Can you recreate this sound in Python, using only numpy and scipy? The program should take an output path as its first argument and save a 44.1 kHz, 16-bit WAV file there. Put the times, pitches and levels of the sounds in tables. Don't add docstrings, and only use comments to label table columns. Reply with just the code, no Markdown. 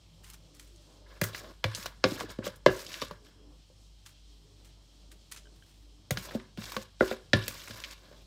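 import sys
import numpy as np
from scipy import signal
from scipy.fft import rfft, irfft, next_fast_len
from scipy.io import wavfile

SR = 44100
rng = np.random.default_rng(int(sys.argv[2]) if len(sys.argv) > 2 else 0)


def boost(x):
    u = np.asarray(x, float) / 20
    return 10 ** u


def store_pcm(level_fs):
    pcm = np.round(np.clip(level_fs, -1, 1) * 32767).astype(np.int16)
    wavfile.write(sys.argv[1], SR, np.atleast_2d(pcm).T)


N = 364266


def rms_one(x):
    return x / np.sqrt(np.mean(x ** 2) + 1e-20)


def drift(rate_hz):
    pole = np.exp(-2 * np.pi * rate_hz * 40 / SR)
    noise = rng.standard_normal(N // 40 + 2002)
    slow = signal.lfilter([1], [1, -2 * pole, pole * pole], noise)[2000:]
    return np.interp(np.arange(N) / 40, np.arange(len(slow)), rms_one(slow))


def ring(drive, hz, t60_s):
    radius, w = boost(-60 / (t60_s * SR)), 2 * np.pi * hz / SR
    return signal.lfilter([0, np.sin(w)], [1, -2 * radius * np.cos(w), radius * radius], drive + 1e-18)


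def colour(x, spectrum):
    hz, db = np.transpose(spectrum)
    size = next_fast_len(N)
    log_hz = np.log(np.fft.rfftfreq(size, 1 / SR) + 1)
    gain_db = np.interp(log_hz, np.log(hz), db, left=-80, right=db[-1])
    return rms_one(irfft(rfft(x, size) * boost(gain_db), size)[:N])


def grit(slips_per_s, spread_db):
    sizes = boost(spread_db * np.minimum(rng.exponential(1, N), 5))
    signs = rng.choice([-1, 1], N)
    return rms_one(sizes * signs * (rng.random(N) < slips_per_s / SR))


def grains(slips_per_s, low_hz, high_hz, cycles):
    slips = grit(slips_per_s, 2.7)
    dealt = rng.integers(0, 11, N)
    pitches_hz = np.geomspace(low_hz, high_hz, 11) * rng.uniform(.97, 1.03, 11)
    return rms_one(sum(ring(slips * (dealt == k), hz, cycles / hz) for k, hz in enumerate(pitches_hz)))


def patchy(x, edges_hz, patch_db, rate_hz):
    out = np.zeros(N)
    for k, band_hz in enumerate(zip(edges_hz, edges_hz[1:])):
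        sos = signal.butter(2, band_hz, "band", fs=SR, output="sos")
        out += (-1) ** k * boost(patch_db * drift(rate_hz)) * signal.sosfilt(sos, x)
    return out


def swells(start_s, length_s, levels_db, pace_db_per_s):
    rise, fall = pace_db_per_s
    t, power = np.arange(N // 64 + 2) * 64 / SR, 0
    for s, hold_s, db in zip(start_s, length_s, levels_db):
        short_db = rise * np.maximum(s - t, 0) + fall * np.maximum(t - s - hold_s, 0)
        power = power + boost(db - np.minimum(short_db, 120)) ** 2
    return np.interp(np.arange(N) / SR, t, np.sqrt(power))


def rough_tones(modes, wander_db):
    white = rng.standard_normal(N)
    return sum(boost(db + wander_db * drift(2.2)) * rms_one(ring(white, hz, 2.0 / width_hz))
               for hz, width_hz, db in modes)


def struck(modes, s, levels_db, favoured_hz, lag_cycles, rise_cycles, focus_db, luck_db):
    out, luck = np.zeros(N), rng.standard_normal((len(s), len(modes)))
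    for k, (hz, db, t60_s) in enumerate(modes):
        clicks = np.zeros(N)
        off_db = np.minimum(focus_db * np.abs(np.log2(hz / favoured_hz)), 14)
        at = ((s + lag_cycles / hz) * SR).astype(int)
        clicks[at] = boost(levels_db + db - off_db + luck_db * luck[:, k])
        out += ring(clicks, hz, t60_s) - ring(clicks, hz, rise_cycles / hz)
    return out


def bent_rings(rows, rise_cycles, sag_cycles):
    out, t = np.zeros(N), np.arange(int(.25 * SR)) / SR
    for s, db, hz, t60_s in rows:
        x = t * hz
        turns = x + sag_cycles * (1 - np.exp(-x))
        shape = boost(db - 60 * t / t60_s) * (1 - np.exp(-x / rise_cycles))
        out[int(s * SR):][:len(t)] += shape * np.sin(2 * np.pi * turns)
    return out


# throbs_off_tone, rms_db
HUM = [(0, -57.5), (1, -67), (-1, -80)]
# pitch_hz, width_hz, level_db
MOTOR = [(98.24, 2.6, -67), (154.4, 4.1, -75.5), (3240, 140, -76.5), (4070, 68, -83.5), (4275, 150, -83),
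         (5130, 65, -79.5), (5470, 62, -82.5), (7500, 150, -89)]
# start_s, length_s, level_db
DRONE = [(0.517, 0.38, -67), (0.905, 0.15, -62.5), (3.22, 0.11, -68.5), (3.406, 0.13, -60.5),
         (3.794, 0.068, -78), (4.051, 0.12, -74), (4.306, 0.3, -70), (4.617, 0.075, -69),
         (4.779, 0.046, -69), (4.881, 0.16, -68), (5.126, 0.036, -67), (5.36, .05, -69),
         (5.475, 0.064, -66), (5.706, 0.1, -71.5), (5.885, 0.2, -65.5)]
# pitch_hz, width_hz, level_db
DRONE_MODES = [(297, 9.3, 1), (340, 25, 0.5), (420.5, 25, -3), (517, 27, -7.5), (590, 37, -3.5),
               (764, 490, -6.5), (1020, 110, -21)]
# freq_hz, level_db_per_hz
RUMBLE = [(44, -28.5), (75, -6), (161, -7), (240, -15), (500, -20.5), (699, -22.5), (1300, -28),
          (1900, -67)]
# freq_hz, level_db_per_hz
HISS = [(760, -39), (1300, -13), (2060, -12.5), (3420, -4.5), (4440, -3), (8520, -13), (10400, -20),
        (16000, -22.5)]


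def kitchen_hum():
    motor_hz, throb_hz, throb_top_s = 50.53, 2.52, 4.27
    drone_pace_db_per_s = (140, 230)
    t = np.arange(N) / SR - throb_top_s
    hum = sum(boost(db) * np.sqrt(2) * np.sin(2 * np.pi * (motor_hz + k * throb_hz) * t) for k, db in HUM)
    drone = swells(*np.transpose(DRONE), drone_pace_db_per_s) * rms_one(rough_tones(DRONE_MODES, 4.2))
    rumble = boost(-66.5 + 1.7 * drift(1.3)) * colour(rng.standard_normal(N), RUMBLE)
    hiss_gain = boost(-70.5 + 1.3 * drift(3.0))
    air = colour(rng.standard_normal(N), HISS)
    hiss = hiss_gain * patchy(air, [600, 2800, 5500, 9000, 17000], 1.4, 6.0)
    buzz = swells([0], [0.48], [0], drone_pace_db_per_s) * rough_tones([(166, 6.0, -66)], 3.3)
    hum *= boost(.7 * drift(3))
    return hum + buzz + rough_tones(MOTOR, 1.5) + drone + rumble + hiss


def room(x):
    t60_s, wall_cut_hz = 0.41, 4200
    size = next_fast_len(N + SR)
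    w = 2 * np.pi * np.fft.rfftfreq(size, 1 / SR)
    dull = 1 / (1 + 1j * w / (2 * np.pi * wall_cut_hz))
    echoes = 0
    for k, lag_s in enumerate(rng.uniform(0.0083, 0.03, 8)):
        loop = boost(-60 * lag_s / t60_s) * dull * np.exp(-1j * w * lag_s)
        echoes = echoes + (-1) ** k * loop / (1 - loop)
    return irfft(rfft(x, size) * echoes, size)[:N]


# start_s, peak_db, pitch_hz
PLOPS = [
    (5.1143, -51, 1530),
    (5.322, -52.5, 1370),
    (5.362, -47.5, 1324),
    (5.455, -52, 1570),
    (5.6235, -50, 1590),
    (5.469, -55, 1550),
]


def plops():
    out, t = np.zeros(N), np.arange(int(.05 * SR)) / SR
    uneven = boost(5 * drift(250) - 7)
    for s, db, hz in PLOPS:
        shape = boost(db - 60 * t / 0.046) * np.minimum(t / 0.00096, 1)
        overtone = 0.83 * np.sin(2 * np.pi * 1.96 * hz * t)
        out[int(s * SR):][:len(t)] += shape * (np.sin(2 * np.pi * hz * t) + overtone)
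    return out * uneven


def snaps(rows, octaves, click_db):
    lag_s, rise_s = .001, .0007
    out, rough = np.zeros(N), grit(12000, 3)
    t, half = np.arange(int(.12 * SR)) / SR, 2 ** (octaves / 2)
    for s, db, hz, t60_s in rows:
        i = int((s + lag_s) * SR)
        band = signal.butter(2, [hz / half, hz * half], "band", fs=SR, output="sos")
        dying = boost(-60 * t / t60_s) + 1.7 * boost(-60 * t / 0.0067)
        push = rough[i:i + len(t)] * dying * np.minimum(t / rise_s, 1)
        push[0] += boost(click_db)
        burst = signal.sosfilt(band, push)
        out[i:i + len(t)] += boost(db - 19.0) * burst / np.sqrt(np.mean(burst[:130] ** 2))
    return out


# start_s, peak_db, centre_hz, t60_s
SNAPS = [(0.2423, -33, 3800, 0.081), (0.2992, -28, 6000, 0.043), (0.3336, -35, 5400, 0.018),
         (0.5477, -39, 5860, .072), (0.595, -28.5, 4180, 0.056), (2.1994, -19, 3000, 0.071),
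         (2.4754, -19.5, 2840, 0.046), (2.558, -36, 7000, 0.061), (4.0607, -28.5, 2883, 0.066),
         (4.6458, -41, 3340, 0.032), (5.1153, -33.5, 3860, 0.068), (5.3134, -31, 7500, .034),
         (5.3208, -20, 4310, 0.044), (5.3607, -30, 3040, 0.13), (5.3714, -33.5, 3200, 0.1),
         (6.6867, -38.5, 2490, 0.078), (7.0774, -21.5, 1950, 0.042), (7.7069, -32, 2990, 0.26),
         (7.7717, -32, 6350, 0.048), (7.9089, -25.5, 2980, 0.086)]


def foil_snaps():
    return snaps(SNAPS, octaves=2.6, click_db=10)


# start_s, peak_db, centre_hz, t60_s
CATCHES = [(0.7602, -40, 5600, .04), (1.7484, -12.5, 4800, 0.066), (1.8272, -22, 3760, 0.019),
           (2.29, -45, 3700, 0.18), (2.302, -30, 5300, 0.07), (2.4414, -28, 3800, .12),
           (2.8649, -22.5, 4340, 0.038), (2.9173, -24, 2970, 0.045), (2.9407, -15.5, 2900, 0.067),
           (2.9594, -30, 4650, .03), (2.9983, -27, 4500, .03), (3.0826, -33, 4500, .03),
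           (1.4433, -34, 3000, 0.033), (1.508, -37, 1800, .03), (2.1772, -43, 3540, 0.023),
           (6.347, -28, 3000, .03), (6.743, -23, 1130, 0.036), (7.0445, -27, 3180, .03),
           (7.117, -20, 1510, .03), (7.126, -24, 2010, .03), (7.891, -39, 4500, 0.025),
           (3.258, -44.5, 4810, 0.03), (6.309, -24, 1440, 0.12), (6.398, -29.5, 1700, 0.08),
           (6.6204, -25, 1680, 0.032), (6.6548, -23, 4400, 0.062), (7.6171, -27, 3040, 0.026),
           (7.6745, -24, 1580, 0.089), (7.8012, -26, 5200, 0.027), (7.8376, -15.5, 2740, 0.055),
           (7.9269, -28, 2500, 0.04), (7.845, -21, 2980, 0.045), (1.2345, -16, 4500, .03),
           (1.762, -26, 7000, .05), (1.834, -30, 6000, .04), (1.863, -17, 3560, .03),
           (2.93, -23, 4500, .02), (3.022, -16, 3240, .04), (3.0465, -33, 4600, .03)]


def edge_catches():
    return snaps(CATCHES, octaves=1.36, click_db=21)


# start_s, length_s, level_db
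RUSTLE = [
    (0.235, .11, -59),
    (0.544, 0.13, -64),
    (0.696, 0.26, -77.5),
    (3.396, 0.32, -85),
    (4.059, 0.0078, -54.5),
    (4.463, 0.11, -82),
    (4.647, 0.036, -66.5),
    (5.114, .01, -64),
    (5.318, 0.0096, -52),
    (5.551, 0.28, -72),
]
# freq_hz, level_db_per_hz
FOIL = [(800, 3.5), (1500, 7.5), (4000, 5), (8000, 5), (12000, -2), (15500, -1)]


def foil_crinkle(foil_gain, fine):
    sheet = colour(fine, FOIL)
    crinkle = rms_one(.55 * grains(2500, 5000, 15500, 60) + sheet)
    rustle = swells(*np.transpose(RUSTLE), (3300, 310)) * boost(3.1 * drift(66)) * sheet
    return foil_gain * crinkle + rustle


def judder():
    s, wall_db = np.transpose(KNOCKS)[:2]
    return swells(s + .008, 0 * s, wall_db - 19, (6000, 394))


# start_s, length_s, wall_db, edge_db, foil_db
STROKES = [(0.03, 0.14, -80, -76, -81), (0.174, 0.32, -69.5, -88, -87), (1.08, 0.18, -60.5, -67, -73),
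           (1.232, 0.059, -52.5, -57, -52.5), (1.333, 0.06, -55, -51.5, -46.5),
           (1.41, 0.1, -52.5, -65.5, -64), (1.653, 0.086, -71, -55.5, -71), (1.745, .12, -58, -55.5, -48.5),
           (2.056, 0.095, -56, -49, -48.5), (2.164, 0.071, -47, -55, -51), (2.29, 0.015, -47.5, -53, -47),
           (2.44, 0.018, -47, -47.5, -39), (2.688, 0.16, -75, -53.5, -50), (2.863, 0.12, -56, -52, -51),
           (3.01, 0.036, -64, -49, -50.5), (3.247, 0.048, -68, -68, -71),
           (6.161, 0.113, -58.5, -57.5, -50.5), (6.273, 0.085, -51, -57, -57),
           (6.576, 0.2, -58, -56.5, -54.5), (6.617, 0.21, -59.5, -56.5, -54.5),
           (7.001, 0.13, -58.5, -50.5, -51), (7.349, 0.078, -57, -47.5, -63),
           (7.426, 0.29, -58.5, -54.5, -52.5), (7.717, 0.21, -59.5, -56, -55.5),
           (7.965, 0.26, -66.5, -70, -72.5)]
# start_s, length_s, level_db
SPOON_RUBS = [(1.062, 0.18, -63.5), (1.22, 0.018, -46.5), (1.353, 0.054, -55.5), (1.427, 0.059, -61.5),
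              (1.644, 0.045, -49), (1.75, 0.12, -54.5), (2.037, 0.079, -51), (2.174, 0.042, -49.5),
              (2.298, 0.011, -54.5), (2.426, 0.052, -50.5), (2.684, 0.084, -48.5), (2.903, 0.098, -53.5),
              (3.032, 0.095, -61), (3.258, 0.052, -68), (6.14, 0.15, -60), (6.292, 0.027, -60),
              (6.394, 0.02, -61.5), (6.589, .05, -58.5), (6.668, 0.088, -51.5), (6.786, .03, -63),
              (7.033, 0.075, -50.5), (7.35, 0.066, -47.5), (7.494, 0.14, -56), (7.716, 0.19, -57),
              (7.967, 0.18, -70)]
# pitch_hz, level_db, t60_s
RUBBED_WALL = [(328.4, -4, 0.034), (377.5, -3, 0.034), (460, -8.5, .03), (553.3, 4.5, 0.026),
               (620, -2, 0.036), (740, -1, 0.027), (877, -1, 0.025), (1020, -9.5, 0.0343)]
# pitch_hz, level_db, t60_s
LIP = [(1625, -3, .17), (1668, 0, .22), (1735, -2, .17), (1030, -6, .2)]
# freq_hz, level_db_per_hz
EDGE = [(1800, -9), (2700, -2.5), (3600, 9.5), (5000, -4), (6500, -17.5), (8500, -3.5)]


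def scrape():
    s, length_s, wall_db, edge_db, foil_db = np.transpose(STROKES)
    foil_lag_s = 0.017
    chatter = judder()
    wall_gain = swells(s, length_s, wall_db, (3300, 710)) + chatter
    spoon_gain = swells(*np.transpose(SPOON_RUBS), (1800, 160)) + boost(-12) * chatter
    edge_gain = swells(s, length_s, edge_db, (2400, 230))
    foil_gain = swells(s + foil_lag_s, length_s - foil_lag_s, foil_db, (1500, 680))

    slips, fine = grit(5000, 2), grit(9000, 2)
    grip, creep = boost(2.2 * drift(60)), boost(2.5 * drift(70))
    wall = sum(boost(db) * ring(slips, hz, t60_s) for hz, db, t60_s in RUBBED_WALL)
    body = sum(boost(db + part_db) * ring(slips, hz, min(0.38 * t60_s, .045))
               for modes, part_db in [(LIP, -7), (SPOON, 0)] for hz, db, t60_s in modes)
    body = patchy(body, [800, 1350, 4000], 2, 15)
    shell = sum(boost(db) * ring(slips, hz, .5 * t60_s) for hz, db, t60_s in SHELL)
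    rasp = rms_one(.9 * rms_one(shell) + .6 * grains(1200, 2300, 7500, 40) + colour(fine, EDGE))
    rasp = patchy(rasp, [900, 2400, 4000, 6500, 12000], 1.8, 25)
    rubbed = wall_gain * rms_one(wall) + spoon_gain * rms_one(body) + edge_gain * rasp
    return grip * rubbed + foil_crinkle(foil_gain * creep, fine)


def cracks(s, levels_db, spectrum, t60_s, tail_db):
    clicks = np.zeros(N)
    clicks[(s * SR).astype(int)] = boost(levels_db)
    quick, slow = boost(-60 / (t60_s * SR)), boost(-60 / (.16 * SR))
    dying = signal.lfilter([1], [1, -quick], clicks)
    dying += boost(tail_db) * signal.lfilter([1], [1, -slow], clicks)
    dying = signal.lfilter([.1], [1, -.9], dying)
    return dying * colour(grit(9000, 1.0), spectrum)


# start_s, spoon_db, favoured_hz, crack_db, bright_crack_db
TAPS = [(1.2141, -18, 1860, -29.5, -23.5), (1.2394, -28, 2000, -36, -24.5), (1.3468, -24.5, 1850, -35, -55),
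        (1.6411, -13.5, 2440, -25.5, -38), (1.858, -26.5, 1300, -31.5, -35), (2.04, -13.5, 1370, -18, -45),
        (2.207, -26.5, 1020, -37, -45), (2.3875, -32.5, 1280, -50, -64), (2.4665, -27.5, 990, -40, -38),
        (2.6612, -18, 1100, -18, -35), (3.0172, -29.5, 1050, -34, -42), (3.1101, -31, 1030, -42.5, -51),
        (6.1077, -20, 2380, -28, -24), (6.172, -28, 1440, -30.5, -43), (6.351, -59, 1790, -48, -47),
        (6.574, -43, 1510, -47, -53), (6.7198, -34, 1020, -40, -37), (6.7658, -22.5, 1260, -32.5, -42),
        (7.008, -19.5, 2000, -37.5, -48), (7.112, -27.5, 1466, -42.5, -45), (7.3329, -21.5, 1410, -16, -63),
        (7.4801, -35, 1650, -30.5, -23.5), (7.708, -37, 1600, -46, -55)]
# pitch_hz, level_db, t60_s
SPOON = [(1014, -1, 0.037), (1113, 6, 0.031), (1466, 4.5, 0.026), (1650, -20, 0.032), (1650, 8, 0.025),
         (1986, 3, 0.024), (2073, -7, 0.072), (2586, -5, 0.017)]
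# pitch_hz, level_db, t60_s
SHELL = [(2390, -5, .06), (2760, -5, .07), (3040, -5, .08), (3370, -4, .09), (3750, -3, .08),
         (4100, -4, .07), (4780, -5, .09), (5400, -7, .07), (7000, -14, .06), (7840, -16, .05)]
# start_s, peak_db, pitch_hz, t60_s
LIP_RINGS = [(1.217, -40, 2380, .08), (1.643, -50, 1900, 0.15), (1.643, -38, 2300, 0.11),
             (2.042, -42, 1655, 0.18), (2.042, -37.5, 2125, 0.2), (2.664, -30, 1587, 0.21),
             (2.664, -31.5, 1685, 0.27), (2.664, -36.5, 1120, 0.13), (2.664, -35.5, 2000, .12),
             (2.664, -39, 2790, 0.22), (2.664, -41, 3023, 0.17), (6.109, -44, 1430, 0.11),
             (7.01, -44, 1510, 0.081), (7.01, -51.5, 1400, 0.087), (7.01, -46, 1826, 0.22),
             (7.343, -24, 1770, 0.073), (7.334, -33.5, 1693, 0.27), (7.334, -33, 1403, 0.2),
             (7.334, -40.5, 1037, 0.16), (7.334, -36, 3780, .15)]
# start_s, peak_db, pitch_hz, t60_s
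PINGS = [(1.2143, -26, 1820, 0.026), (1.2143, -27, 2410, .03), (1.2143, -30, 2710, .03),
         (1.238, -24.5, 1430, 0.024), (1.6412, -25.5, 2130, 0.017), (1.6412, -25, 2400, 0.023),
         (1.6412, -20, 3060, 0.02), (1.6412, -24, 3460, 0.022), (2.04, -18, 1148, 0.032),
         (2.04, -25, 1700, .03), (2.0405, -37, 4100, 0.036), (2.0405, -24.5, 5060, 0.041),
         (2.6625, -8.5, 996, 0.019), (2.662, -9.5, 1700, 0.024), (2.662, -15, 2050, 0.034),
         (2.6612, -21.5, 3070, 0.033), (3.022, -23.5, 1143, 0.026), (6.765, -27, 1536, .03),
         (7.008, -7.5, 1433, 0.021), (7.3328, -11.5, 1754, 0.036), (7.3325, -19.5, 3380, 0.028),
         (7.3322, -17, 3800, 0.019)]
# freq_hz, level_db_per_hz
CRACK = [(1800, -5.5), (2400, -4), (4500, -3.5), (6500, -14.5), (9000, -32), (13000, -44.5)]
# freq_hz, level_db_per_hz
BRIGHT = [(5500, -3.5), (8000, -7), (12000, -10), (15800, -4)]


def spoon():
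    s, spoon_db, spoon_hz, crack_db, bright_db = np.transpose(TAPS)
    unsteady = boost(3 * drift(70))
    rings = bent_rings(LIP_RINGS, rise_cycles=2.7, sag_cycles=0)
    rings += struck(SHELL, s, crack_db - 16.5, 3500, 0.54, 8.52, focus_db=-1.0, luck_db=3)
    modes = struck(SPOON, s, spoon_db - 6.0, spoon_hz, 0.68, 0.82, focus_db=31.5, luck_db=2.5)
    pings = bent_rings(PINGS, rise_cycles=1.2, sag_cycles=0)
    contact = cracks(s, crack_db + 0.5, CRACK, 0.019, -17.5) + cracks(s, bright_db, BRIGHT, 0.015, -14.0)
    return modes + unsteady * rings + pings + contact


def thuds(s, levels_db, patch_hz, cycles):
    out, t = np.zeros(N), np.arange(int(0.043 * SR)) / SR
    for at, db, hz in zip((s * SR).astype(int), levels_db, patch_hz):
        x = t * hz / cycles
        out[at:at + len(t)] += boost(db) * x * np.exp(1 - x) * np.sin(2 * np.pi * hz * t)
    return out


# start_s, wall_db, rim_db, boom_db, struck_patch_hz
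KNOCKS = [(1.218, -24.5, -29, -28, 590), (1.6439, -23, -53, -29, 654), (1.781, -45, -73, -53.5, 560),
          (1.86, -34, -62, -60, 620), (2.042, -14.5, -18, -35, 560), (2.119, -31, -43, -46, 477),
          (2.209, -32, -60, -60, 620), (2.238, -36.5, -53, -55, 460), (2.388, -34.5, -35, -46.5, 480),
          (2.468, -31, -68, -45, 620), (2.664, -5, -13.5, -30, 528), (3.021, -30.5, -59, -46, 492),
          (3.111, -39.5, -54, -57.5, 475), (3.701, -54.5, -64.5, -67, 620), (6.108, -27, -63.5, -32, 590),
          (6.17, -40, -44, -59, 539), (6.351, -26, -34.5, -44.5, 535), (6.575, -45.5, -61, -44, 633),
          (6.767, -30, -42, -54, 580), (7.0101, -10.5, -14.5, -52, 566), (7.114, -22.5, -32, -65, 574),
          (7.336, -16, -20.5, -23, 590), (7.481, -38.5, -66, -65, 510), (7.698, -46.5, -59, -53, 450),
          (8.114, -45.5, -61, -60.5, 545)]
# pitch_hz, level_db, t60_s
WALL = [(446, -3, 0.048), (528, -6, 0.13), (582, -3, 0.073), (622, -5, 0.033), (735, -7.5, 0.036)]
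# pitch_hz, level_db, t60_s
RIM = [(331, -17, 0.21), (376, -4, 0.19), (411.2, -11.5, 0.19)]
# pitch_hz, level_db, t60_s
BOOM = [(76.7, -19, 0.36), (107.2, 1.5, 0.22), (129, 4, 0.11)]
# start_s, peak_db, pitch_hz, t60_s
BELLY = [(1.218, -20, 164, 0.069), (1.645, -41, 163, .08), (1.785, -38, 188, 0.066),
         (2.045, -28.5, 186, 0.2), (2.047, -21, 276, 0.069), (2.121, -16, 294, 0.021),
         (2.21, -41, 198, 0.096), (2.241, -34, 302, 0.065), (2.388, -18.5, 214, 0.026),
         (2.473, -33.5, 189, 0.076), (2.666, -24.5, 184, 0.12), (2.666, -20.5, 280, 0.07),
         (3.023, -29, 250, 0.035), (3.112, -40, 174.3, 0.085), (6.11, -29, 177, 0.053),
         (6.173, -35, 185, 0.14), (6.352, -20, 224, 0.066), (6.577, -33, 169, 0.094),
         (6.58, -29.5, 212, 0.092), (6.768, -30.5, 209, 0.1), (7.011, -21, 227, 0.1),
         (7.116, -32.5, 230.4, 0.11), (7.335, -19.5, 206, 0.13), (7.335, -22, 170, 0.14),
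         (7.336, -25, 285, 0.081), (7.484, -46, 224, 0.1), (7.698, -44.5, 230, 0.12)]


def bowl():
    s, wall_db, rim_db, boom_db, patch_hz = np.transpose(KNOCKS)
    thud_lead_s = 0.00079
    thud = thuds(s - thud_lead_s, wall_db + 0.5, patch_hz, 0.81)
    wall = struck(WALL, s, wall_db - 8.0, patch_hz, 0.73, 1.3, focus_db=11.0, luck_db=8.0)
    rim = struck(RIM, s, rim_db - 0.5, 490, 0.56, 1.2, focus_db=3.0, luck_db=2.0)
    boom = struck(BOOM, s, boom_db + 0.5, 99, 0.68, 0.95, focus_db=1.0, luck_db=3.5)
    return thud + wall + rim + boom + bent_rings(BELLY, rise_cycles=0.3, sag_cycles=0.13)


def scene():
    near = bowl() + spoon() + foil_snaps() + edge_catches() + scrape() + plops()
    return (near + boost(-26) * room(near) + kitchen_hum())[None]


def roll_off(x):
    return signal.sosfilt(signal.butter(12, 17000, fs=SR, output="sos"), x)


def record(dry):
    low = signal.butter(10, 45, "high", fs=SR, output="sos")
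    top = signal.cheby2(10, 60, 16800, fs=SR, output="sos")
    mix = signal.sosfilt(np.vstack([low, top]), dry)
    return roll_off(mix)


dry = scene()
out = record(dry)
store_pcm(out)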